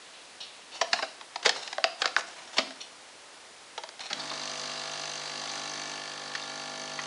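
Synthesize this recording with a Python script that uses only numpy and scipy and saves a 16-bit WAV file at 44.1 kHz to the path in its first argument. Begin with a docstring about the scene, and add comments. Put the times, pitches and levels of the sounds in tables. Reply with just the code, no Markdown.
"""A coffee machine's mains-driven piston pump, close by in a small kitchen.
Each stroke shakes the casing into a hum, snaps the valve, rings the pipe and forces water
hissing through the capsule. Before the pump starts, a plastic capsule holder is scraped and
knocked into place and the lever is pushed over; while it runs, air spits through with the
water and a cup is nudged on the drip tray."""
import sys
import numpy as np
from scipy import signal
from scipy.fft import rfft, irfft
from scipy.io import wavfile
from scipy.ndimage import uniform_filter1d

SR = 44100
rng = np.random.default_rng(int(sys.argv[2]) if len(sys.argv) > 2 else 0)


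def store_wav(level_fs):
    """Save 16-bit WAV to argv[1]."""
    pcm = np.round(np.clip(np.atleast_2d(level_fs), -1, 1) * 32767)
    wavfile.write(sys.argv[1], SR, pcm.T.astype(np.int16))


N = 311346
TIME = np.arange(N) / SR
PUMP_ON_S, STROKE_HZ = 4.1155, 49.975
HIT_SCALE = np.sqrt(SR / 100)  # energy 1 to rms 1 over 10 ms


def undb(db):
    """Decibels to gain."""
    return 10 ** (np.asarray(db) / 20)


def unit_rms(x):
    """Scale to rms 1."""
    return x / np.sqrt(np.mean(x ** 2))


def unit_energy(x):
    """Scale to energy 1."""
    return x / np.sqrt(np.sum(x ** 2))


def add(out, start_s, x):
    """Mix x into out from start_s."""
    i = int(start_s * SR)
    out[i:i + len(x)] += x[:len(out) - i]


def through(x, response):
    """Pass x through an impulse response."""
    return signal.fftconvolve(x, response)[:len(x)]


def fade(t, t60):
    """Exponential decay, 60 dB down at t60."""
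    return np.exp(-np.log(1000) * t / t60)


def level_curve(points):
    """Gain over time from (s, dB) points."""
    return undb(np.interp(TIME, *np.transpose(points)))


def wander(rate_hz):
    """Slewed random levels, rms 1."""
    hold = int(SR / rate_hz)
    steps = np.repeat(rng.standard_normal(N // hold + 1), hold)
    return unit_rms(uniform_filter1d(steps, hold)[:N])


def colour(points, size=2048):
    """Minimum-phase response from (Hz, dB) points."""
    hz, db = np.transpose(points)
    grid_hz = np.linspace(1, SR / 2, size // 2 + 1)
    gain = undb(np.interp(np.log(grid_hz), np.log(hz), db))
    cepstrum = irfft(np.log(gain))
    cepstrum[1:size // 2] *= 2
    cepstrum[size // 2 + 1:] = 0
    return unit_energy(irfft(np.exp(rfft(cepstrum))))


def ring(modes, detune=0., size=8192):
    """Response of (Hz, t60 s, dB) modes; sign and exact pitch depend on where the part is touched."""
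    out, t = 0, np.arange(size) / SR
    for hz, t60, db in modes:
        side, offset = rng.standard_normal(2)
        tone = np.sin(2 * np.pi * hz * (1 + detune * offset) * t)
        out += np.sign(side) * undb(db) * fade(t, t60) * tone
    return unit_energy(out)


def shell(low_hz, high_hz, t60_s, size=16384):
    """Response of a thin part with many close modes in one band."""
    band = signal.butter(4, (low_hz, high_hz), "band", fs=SR, output="sos")
    decay = rng.standard_normal(size) * fade(np.arange(size) / SR, t60_s)
    return unit_energy(signal.sosfilt(band, decay))


# Noise floor. Each row: frequency in Hz, relative level in dB.
HISS_SPECTRUM = [(25, -66), (60, -16.5), (140, -13), (300, -4.5), (500, -1.5), (750, -0.5), (1300, -2.5),
                 (2400, -4), (5000, -6), (7000, -9.5), (10500, -13.5)]

def background(level_db=-49.5):
    """Even hiss of room and microphone."""
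    return unit_rms(through(rng.standard_normal(N), colour(HISS_SPECTRUM))) * undb(level_db)


# Each row: start in seconds, level in dB.
HOLDER_CLINKS = [(0.021, -46), (.135, -44), (0.409, -39)]

def clinks():
    """Light touches of the hand leave a faint, dense ring in the holder."""
    out = np.zeros(N)
    for start_s, db in HOLDER_CLINKS:
        add(out, start_s, HIT_SCALE * undb(db) * shell(low_hz=2470, high_hz=4400, t60_s=0.99))
    return out


# Each row: start in seconds, length in seconds, rasp level in dB, ring over rasp in dB.
SLIDES = [(0.402, 0.054, -51.5, 10), (0.717, 0.049, -47, 5.5), (0.75, 0.21, -48, -4),
          (0.912, 0.16, -42.5, -1), (1.445, 0.048, -29.5, -11), (1.547, 0.2, -42.5, -3),
          (1.983, 0.13, -44.5, -7), (2.168, 0.045, -34, -15), (2.267, 0.49, -49, -11),
          (2.529, 0.13, -45.5, -10), (2.568, 0.037, -35, -2), (2.803, 0.052, -54.5, 13),
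          (4.003, 0.072, -43, 2)]
# Sliding holder. Each row: frequency in Hz, t60 in seconds, relative level in dB.
SLIDE_MODES = [(2530, 0.015, -7), (2960, 0.02, -5), (3650, 0.011, 0.5), (4260, 0.014, 0.5),
               (5500, 0.012, -3.5)]
# Dull rasp. Each row: frequency in Hz, relative level in dB.
RASP_SPECTRUM = [(30, -51), (100, -17), (400, -10), (700, 3.5), (1500, -2), (4000, -5.5), (6500, -5.5),
                 (10000, -20.5)]

def scuffs(grain_db=3.0, attack_s=0.0013, judder_db=2.5):
    """Plastic and fingers slide on plastic: dense, uneven slips rasp and ring the holder."""
    out, t = np.zeros(N), np.arange(SR) / SR
    for start_s, length_s, db, ring_db in SLIDES:
        pressure = undb(db) * (1 - np.exp(-t / attack_s)) * np.exp(-(t / length_s) ** 2)
        noise = rng.standard_normal(SR)
        slip_db = grain_db * np.minimum(rng.exponential(size=SR), 5) + judder_db * wander(121)[:SR]
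        slips = pressure * unit_rms(noise * undb(slip_db))
        ringing = undb(ring_db) * through(slips, ring(SLIDE_MODES, detune=0.026))
        add(out, start_s, ringing + through(slips, colour(RASP_SPECTRUM)))
    return out


def contact(chatter_s, size, snap_s=0.0032, build=0.11):
    """Contact force: a firm blow is one snap, a glancing one a chatter that builds and dies."""
    t = np.arange(1, size + 1) / SR
    envelope = np.exp(-t / chatter_s) * (1 - np.exp(-t / (chatter_s * build)))
    force = unit_energy(rng.standard_normal(size) * envelope)
    force[0] += min(snap_s / chatter_s, 2) / 2
    return force


# Thud, body, mid and tick bands. Each row: low edge in Hz, high edge in Hz.
KNOCK_BANDS = [(150, 420), (420, 1050), (1050, 2350), (2350, 10000)]
# Holder and casing. Each row: frequency in Hz, t60 in seconds, relative level in dB.
PLASTIC_MODES = [(265, .09, -13), (581, .04, -10), (672, .055, -1), (795, .05, 1), (1350, .025, 1),
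                 (1640, .02, 5), (1770, .03, -2), (1970, .02, -3), (2860, .008, -2), (3240, .008, -3),
                 (4020, .007, 1), (4800, .005, -3), (5630, .006, -4)]
# Bare crack of plastic on plastic. Each row: frequency in Hz, relative level in dB.
CRACK_SPECTRUM = [(100, -9), (300, 13.5), (450, 1.5), (750, 0.5), (1050, 5.5), (1550, 7), (2400, -1.5),
                  (3000, -2.5), (4600, 0.5), (6000, -6), (7200, -10), (8500, -18), (11000, -24.5)]

def blow(chatter_s, strength_db, hollow_db, hard_db, spot_hz, ring_db=-8, spot_cycles=23, size=8192):
    """A blow cracks, rings the plastic and briefly rings the struck spot, mixed in four bands."""
    thud_db = -24.5 + 4.5 * np.log2(chatter_s / 0.0042)  # a longer push moves the machine more
    levels_db = strength_db + np.array([thud_db, hollow_db, 0, hard_db])
    _, body_db, _, tick_db = levels_db - np.max(levels_db)
    top_hz = np.clip(7800 * 2 ** (tick_db / 16), SR / 20, SR / 4)  # soft contact rounds off the top
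    force = signal.sosfilt(signal.butter(3, top_hz, fs=SR, output="sos"), contact(chatter_s, size))
    crack = through(force, colour(CRACK_SPECTRUM))
    ringing = through(force, ring(PLASTIC_MODES, detune=0.021))
    spot = unit_energy(through(force, ring([(spot_hz, spot_cycles / spot_hz, 0)])))
    # The hollow body rings; the other bands are mostly crack.
    shares_db = ring_db, 9 + 0.4 * body_db, ring_db, ring_db
    out = 0
    for edges_hz, db, share_db in zip(KNOCK_BANDS, levels_db, shares_db):
        band = signal.butter(4, edges_hz, "band", fs=SR, output="sos")
        band_crack = unit_energy(signal.sosfilt(band, crack))
        band_ring = unit_energy(signal.sosfilt(band, ringing))
        plastic = unit_energy(band_crack + undb(share_db) * band_ring)
        out += undb(db) * unit_energy(plastic + signal.sosfilt(band, spot))
    return out * HIT_SCALE


# Each row: start in seconds, chatter in seconds, strength in dB, hollowness in dB,
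# edge hardness in dB, pitch of the struck spot in Hz.
BLOWS = [(0.8129, 0.0065, -30, 7, 5.5, 765), (0.9304, 0.0064, -25, -2.5, 4, 720),
         (0.9891, 0.0053, -34, -2.5, -9, 880), (1.0242, 0.0072, -31, 2, -1.5, 642),
         (1.211, 0.0031, -46.5, 0, 2, 840), (1.358, 0.0043, -39.5, 6, 5, 930),
         (1.428, 0.0076, -47, 2, 8.5, 780), (1.45, 0.025, -32, 3.5, 4.5, 844),
         (1.4587, 0.0066, -25, 1, 6, 500), (1.493, 0.003, -32, -0.5, 11, 850),
         (1.5607, 0.0025, -43, 1, -8, 1020), (1.6765, 0.0032, -45.5, -3, 8, 826),
         (1.7286, 0.0033, -40.5, 0.5, 5, 910), (1.782, 0.0014, -34.5, 6.5, -4, 576),
         (1.8411, 0.0029, -24.5, 1.5, 3.5, 655), (2.0185, 0.0043, -27, -7, 2, 807),
         (2.0425, 0.0045, -30, -6, -10, 1620), (2.0566, 0.0028, -25.5, -7.5, 0.5, 620),
         (2.076, 0.0025, -42.5, -2.5, 7, 690), (2.1646, 0.00076, -19.5, -15.5, -8, 1485),
         (2.182, 0.0024, -42.5, 8, -4, 1350), (2.209, 0.0017, -50, 1, 9, 804),
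         (2.5822, 0.0077, -27, 0.5, 6.5, 575), (2.707, 0.0024, -46.5, 2, 1, 834),
         (3.7778, 0.0049, -40.5, 5, 3.5, 920), (3.8359, 0.0034, -44.5, 5, 4, 630),
         (3.89, 0.0021, -52, -3, 9, 900), (3.994, 0.0024, -53, 5, 9.5, 794),
         (4.065, 0.0023, -58, -12, 15, 805), (4.0997, 0.024, -37, 1, 2.5, 1290),
         (4.1301, 0.0032, -43.5, -3, 15, 590), (4.311, 0.012, -38.5, 0, -8, 1200),
         (6.3508, 0.0048, -33, -16, 0.5, 1750), (6.9895, 0.0056, -32.5, -29, -9, 1855)]

def knocks():
    """Holder, lever and cup strike the machine."""
    out = np.zeros(N)
    for start_s, *settings in BLOWS:
        add(out, start_s, blow(*settings))
    return out


# Holder locks, pump kicks in. Each row: start in seconds, level in dB.
JOLTS = [(2.585, -35), (4.129, -45.5)]
# Machine on the worktop. Each row: frequency in Hz, t60 in seconds, relative level in dB.
ROCKING_MODES = [(155, 0.19, -1), (197, 0.069, 3), (268, 0.17, -0.5), (360, 0.024, -5.5)]

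def thumps(chatter_s=0.0054, low_hz=195, size=32768):
    """The whole machine rocks on the worktop; it radiates little below low_hz."""
    out, highpass = np.zeros(N), signal.butter(4, low_hz, "high", fs=SR, output="sos")
    for start_s, db in JOLTS:
        rocking = through(contact(chatter_s, size), ring(ROCKING_MODES, detune=0.0085, size=size))
        add(out, start_s, HIT_SCALE * undb(db) * unit_energy(signal.sosfilt(highpass, rocking)))
    return out


def stroke_harmonics(resonances, top_order, decay_s=0.055, waver_db=2.0):
    """The same shake every stroke: wavering multiples of the stroke rate, lifted by resonances."""
    t = np.arange(int(SR / STROKE_HZ)) / SR
    phase = np.angle(rfft(rng.standard_normal(len(t)) * np.exp(-t / decay_s)))
    hz, width_hz, db = np.transpose(resonances)
    out = 0
    for k in range(2, top_order + 1):
        harmonic_hz = k * STROKE_HZ
        mistuning = (harmonic_hz / hz - hz / harmonic_hz) * hz / width_hz
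        gain = np.linalg.norm(undb(db) / np.hypot(1, mistuning))
        tone = np.cos(2 * np.pi * harmonic_hz * (TIME - PUMP_ON_S) + phase[k])
        out += gain * undb(waver_db * wander(3.143)) * tone
    return unit_rms(out)


# Mounts and casing. Each row: centre in Hz, width in Hz, relative level in dB.
MOUNT_RESONANCES = [(269, 10, 12), (390, 35, -10.5)]
CASING_RESONANCES = [(505, 40, -3), (669.3, 12, 12), (806, 22.6, 3), (900, 120, -5), (1143, 88, 0.5),
                     (1400, 10, -2), (1729, 26, 6.5), (1995, 16, -12), (2290, 25, -5)]
# Each row: time in seconds, relative drone level in dB.
DRONE_LEVELS = [(4.25, -53), (5.26, -57), (5.35, -51.5), (5.96, -51.5), (6.07, -54.5), (7.0, -52)]

def hum(note_order=3, note_db=-61, drone_trim_db=-2, casing_db=-43.5):
    """The piston shakes the machine: a low note, a drone through the mounts, a hum in the casing."""
    note = unit_rms(np.sin(2 * np.pi * note_order * STROKE_HZ * (TIME - PUMP_ON_S)))
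    note *= undb(1.2 * wander(5.5))
    drone = level_curve(DRONE_LEVELS) * stroke_harmonics(MOUNT_RESONANCES, top_order=8)
    casing = stroke_harmonics(CASING_RESONANCES, top_order=47)
    return undb(note_db) * note + undb(drone_trim_db) * drone + undb(casing_db) * casing


# Water in the capsule. Each row: frequency in Hz, relative level in dB.
WATER_SPECTRUM = [(30, -26), (100, -33), (280, 0.5), (420, -4), (750, 0.5), (1400, 2), (2100, 0.5),
                  (2700, -4.5), (3300, 1.5), (4500, 5.5), (5600, -1.5), (7000, -5), (8500, -9.5),
                  (10500, -20.5)]

def water(squirt_s=0.008, flutter_db=0.5):
    """Each stroke squirts water through the capsule on top of a steady flow."""
    stroke_age_s = (TIME - PUMP_ON_S) % (1 / STROKE_HZ)
    surge = 1 + np.exp(-stroke_age_s / squirt_s)
    hiss = rng.standard_normal(N) * surge * undb(flutter_db * wander(33))
    return unit_rms(through(hiss, colour(WATER_SPECTRUM)))


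def strokes(lag_s, jitter_s, scatter_db):
    """One impact a stroke, uneven in time and size; the piston's travel bounds both."""
    times = np.arange(PUMP_ON_S, N / SR + 1, 1 / STROKE_HZ)
    timing, strength = np.clip(rng.standard_normal((len(times), 2)).T, -1.5, 1.5)
    index = ((times + lag_s + jitter_s * timing) * SR).astype(int)
    return np.bincount(index, undb(scatter_db * strength), N)[:N]


# Pump and pipe. Each row: frequency in Hz, t60 in seconds, relative level in dB.
UNLOADED_MODES = [(2313, 0.052, -6), (3250, 0.028, -7), (4010, 0.054, 2.5), (4536, 0.042, -1),
                  (4540, .014, -10), (4780, 0.033, 4.5), (5050, .03, -2)]
# Each entry: one mode's shift under back pressure in dB.
LOAD_SHIFTS_DB = [-2.5, 6.5, -5, 6, 3, -11, -2]

def pipe_ring(kicks, load_span_s=(5.53, 5.7)):
    """Strokes ring the pipe; back pressure building in the wet capsule rebalances its modes."""
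    load = np.interp(TIME, load_span_s, (0, 1))
    loaded_modes = [(hz, t60, db + shift) for (hz, t60, db), shift in zip(UNLOADED_MODES, LOAD_SHIFTS_DB)]
    unloaded = through(kicks * np.sqrt(1 - load), ring(UNLOADED_MODES))
    loaded = through(kicks * np.sqrt(load), ring(loaded_modes))
    return unit_rms(unloaded + loaded)


# Valve snap. Each row: frequency in Hz, t60 in seconds, relative level in dB.
SNAP_MODES = [(6050, 0.027, -5), (6120, 0.0091, -2), (6327, 0.018, -3.5)]
# Valve snap and piston slap; back pressure cushions the slap. Each row: time in seconds, level in dB.
SNAP_LEVELS = [(4.2, -54), (4.52, -49.5), (4.8, -55.5), (5.13, -48), (5.28, -56), (5.54, -49),
               (5.85, -51.5), (6.25, -58), (6.8, -52.5)]
SLAP_LEVELS = [(4.24, -62), (4.3, -54), (4.58, -51), (4.8, -51.5), (6.2, -55)]

def rattle(flow, pipe_db=-9.5, buzz_db=-16):
    """Each stroke snaps the valve, slaps the piston on its stop, rings the pipe and buzzes the shell."""
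    snaps = strokes(lag_s=-0.0003, jitter_s=0.0002, scatter_db=2.2)
    slaps = strokes(lag_s=0.0004, jitter_s=0.0001, scatter_db=2.0)
    kicks = strokes(lag_s=0.0018, jitter_s=0.00004, scatter_db=2.5)
    valve = level_curve(SNAP_LEVELS) * unit_rms(through(snaps, ring(SNAP_MODES)))
    piston = level_curve(SLAP_LEVELS) * unit_rms(through(slaps, shell(2720, 5320, t60_s=0.018)))
    pipe = pipe_ring(kicks)
    shakes = strokes(lag_s=0, jitter_s=0.00002, scatter_db=5.5)
    buzz = unit_rms(through(shakes, shell(2030, 3060, t60_s=0.016)))
    return valve + piston + flow * (undb(pipe_db) * pipe + undb(buzz_db) * buzz)


# Flow through valve and capsule. Each row: time in seconds, relative level in dB.
FLOW_LEVELS = [(4.23, -41.5), (4.3, -43), (4.57, -41), (4.72, -41.5), (5.28, -42), (5.54, -41),
               (6.21, -45.5), (6.3, -45)]

def pump(water_db=0.5, prime_s=0.23, rise_s=0.074):
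    """The pump starts to hum and push water; its rattle grows as it primes."""
    flow = level_curve(FLOW_LEVELS)
    running_s = TIME - PUMP_ON_S
    hiss = flow * undb(water_db) * water()
    rattling = np.clip(running_s / prime_s, 0, 1) * kitchen(rattle(flow), echo_db=-8)
    return np.clip(running_s / rise_s, 0, 1) * (hum() + hiss + rattling)


# Each row: start in seconds, length in seconds, level in dB.
AIR_SPURTS = [(4.195, 0.015, -33), (4.29, 0.047, -39), (4.414, 0.027, -40), (5.473, 0.027, -35.5),
              (6.406, 0.061, -44)]

def spits(attack_s=0.0036, sputter_db=6.5):
    """Pockets of air sputter through the capsule with the water."""
    envelope, t = np.zeros(N), np.arange(SR // 2) / SR
    for start_s, length_s, db in AIR_SPURTS:
        add(envelope, start_s, undb(db) * (1 - np.exp(-t / attack_s)) * np.exp(-(t / length_s) ** 2))
    sputter = unit_rms(rng.standard_normal(N) * undb(sputter_db * wander(240)))
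    return through(envelope * sputter, shell(low_hz=3460, high_hz=5070, t60_s=0.009))


# Kitchen echo. Each row: frequency in Hz, relative level in dB.
ECHO_SPECTRUM = [(100, -8), (250, 9.5), (700, 2), (1500, -0.5), (4000, 2), (7000, -1.5), (10000, -1.5)]

def kitchen(x, echo_db=-12, t60_s=0.46, first_s=0.0014):
    """Worktop and walls return a short, dense echo."""
    t = np.arange(SR // 2) / SR
    tail = rng.standard_normal(len(t)) * fade(t, t60_s) * np.clip(t / first_s - 1, 0, 1)
    response = unit_energy(through(tail, colour(ECHO_SPECTRUM)))
    return x + undb(echo_db) * through(x, response)


def scene():
    """Handling noises and spits in the kitchen, the pump and the hiss; mono."""
    events = knocks() + scuffs() + thumps() + clinks() + spits()
    return (kitchen(events) + pump() + background())[None]


def record(dry, top_hz=10550):
    """A steep low-pass cuts the top."""
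    return signal.sosfilt(signal.ellip(10, .2, 70, top_hz, fs=SR, output="sos"), dry)


dry = scene()
out = record(dry)
store_wav(out)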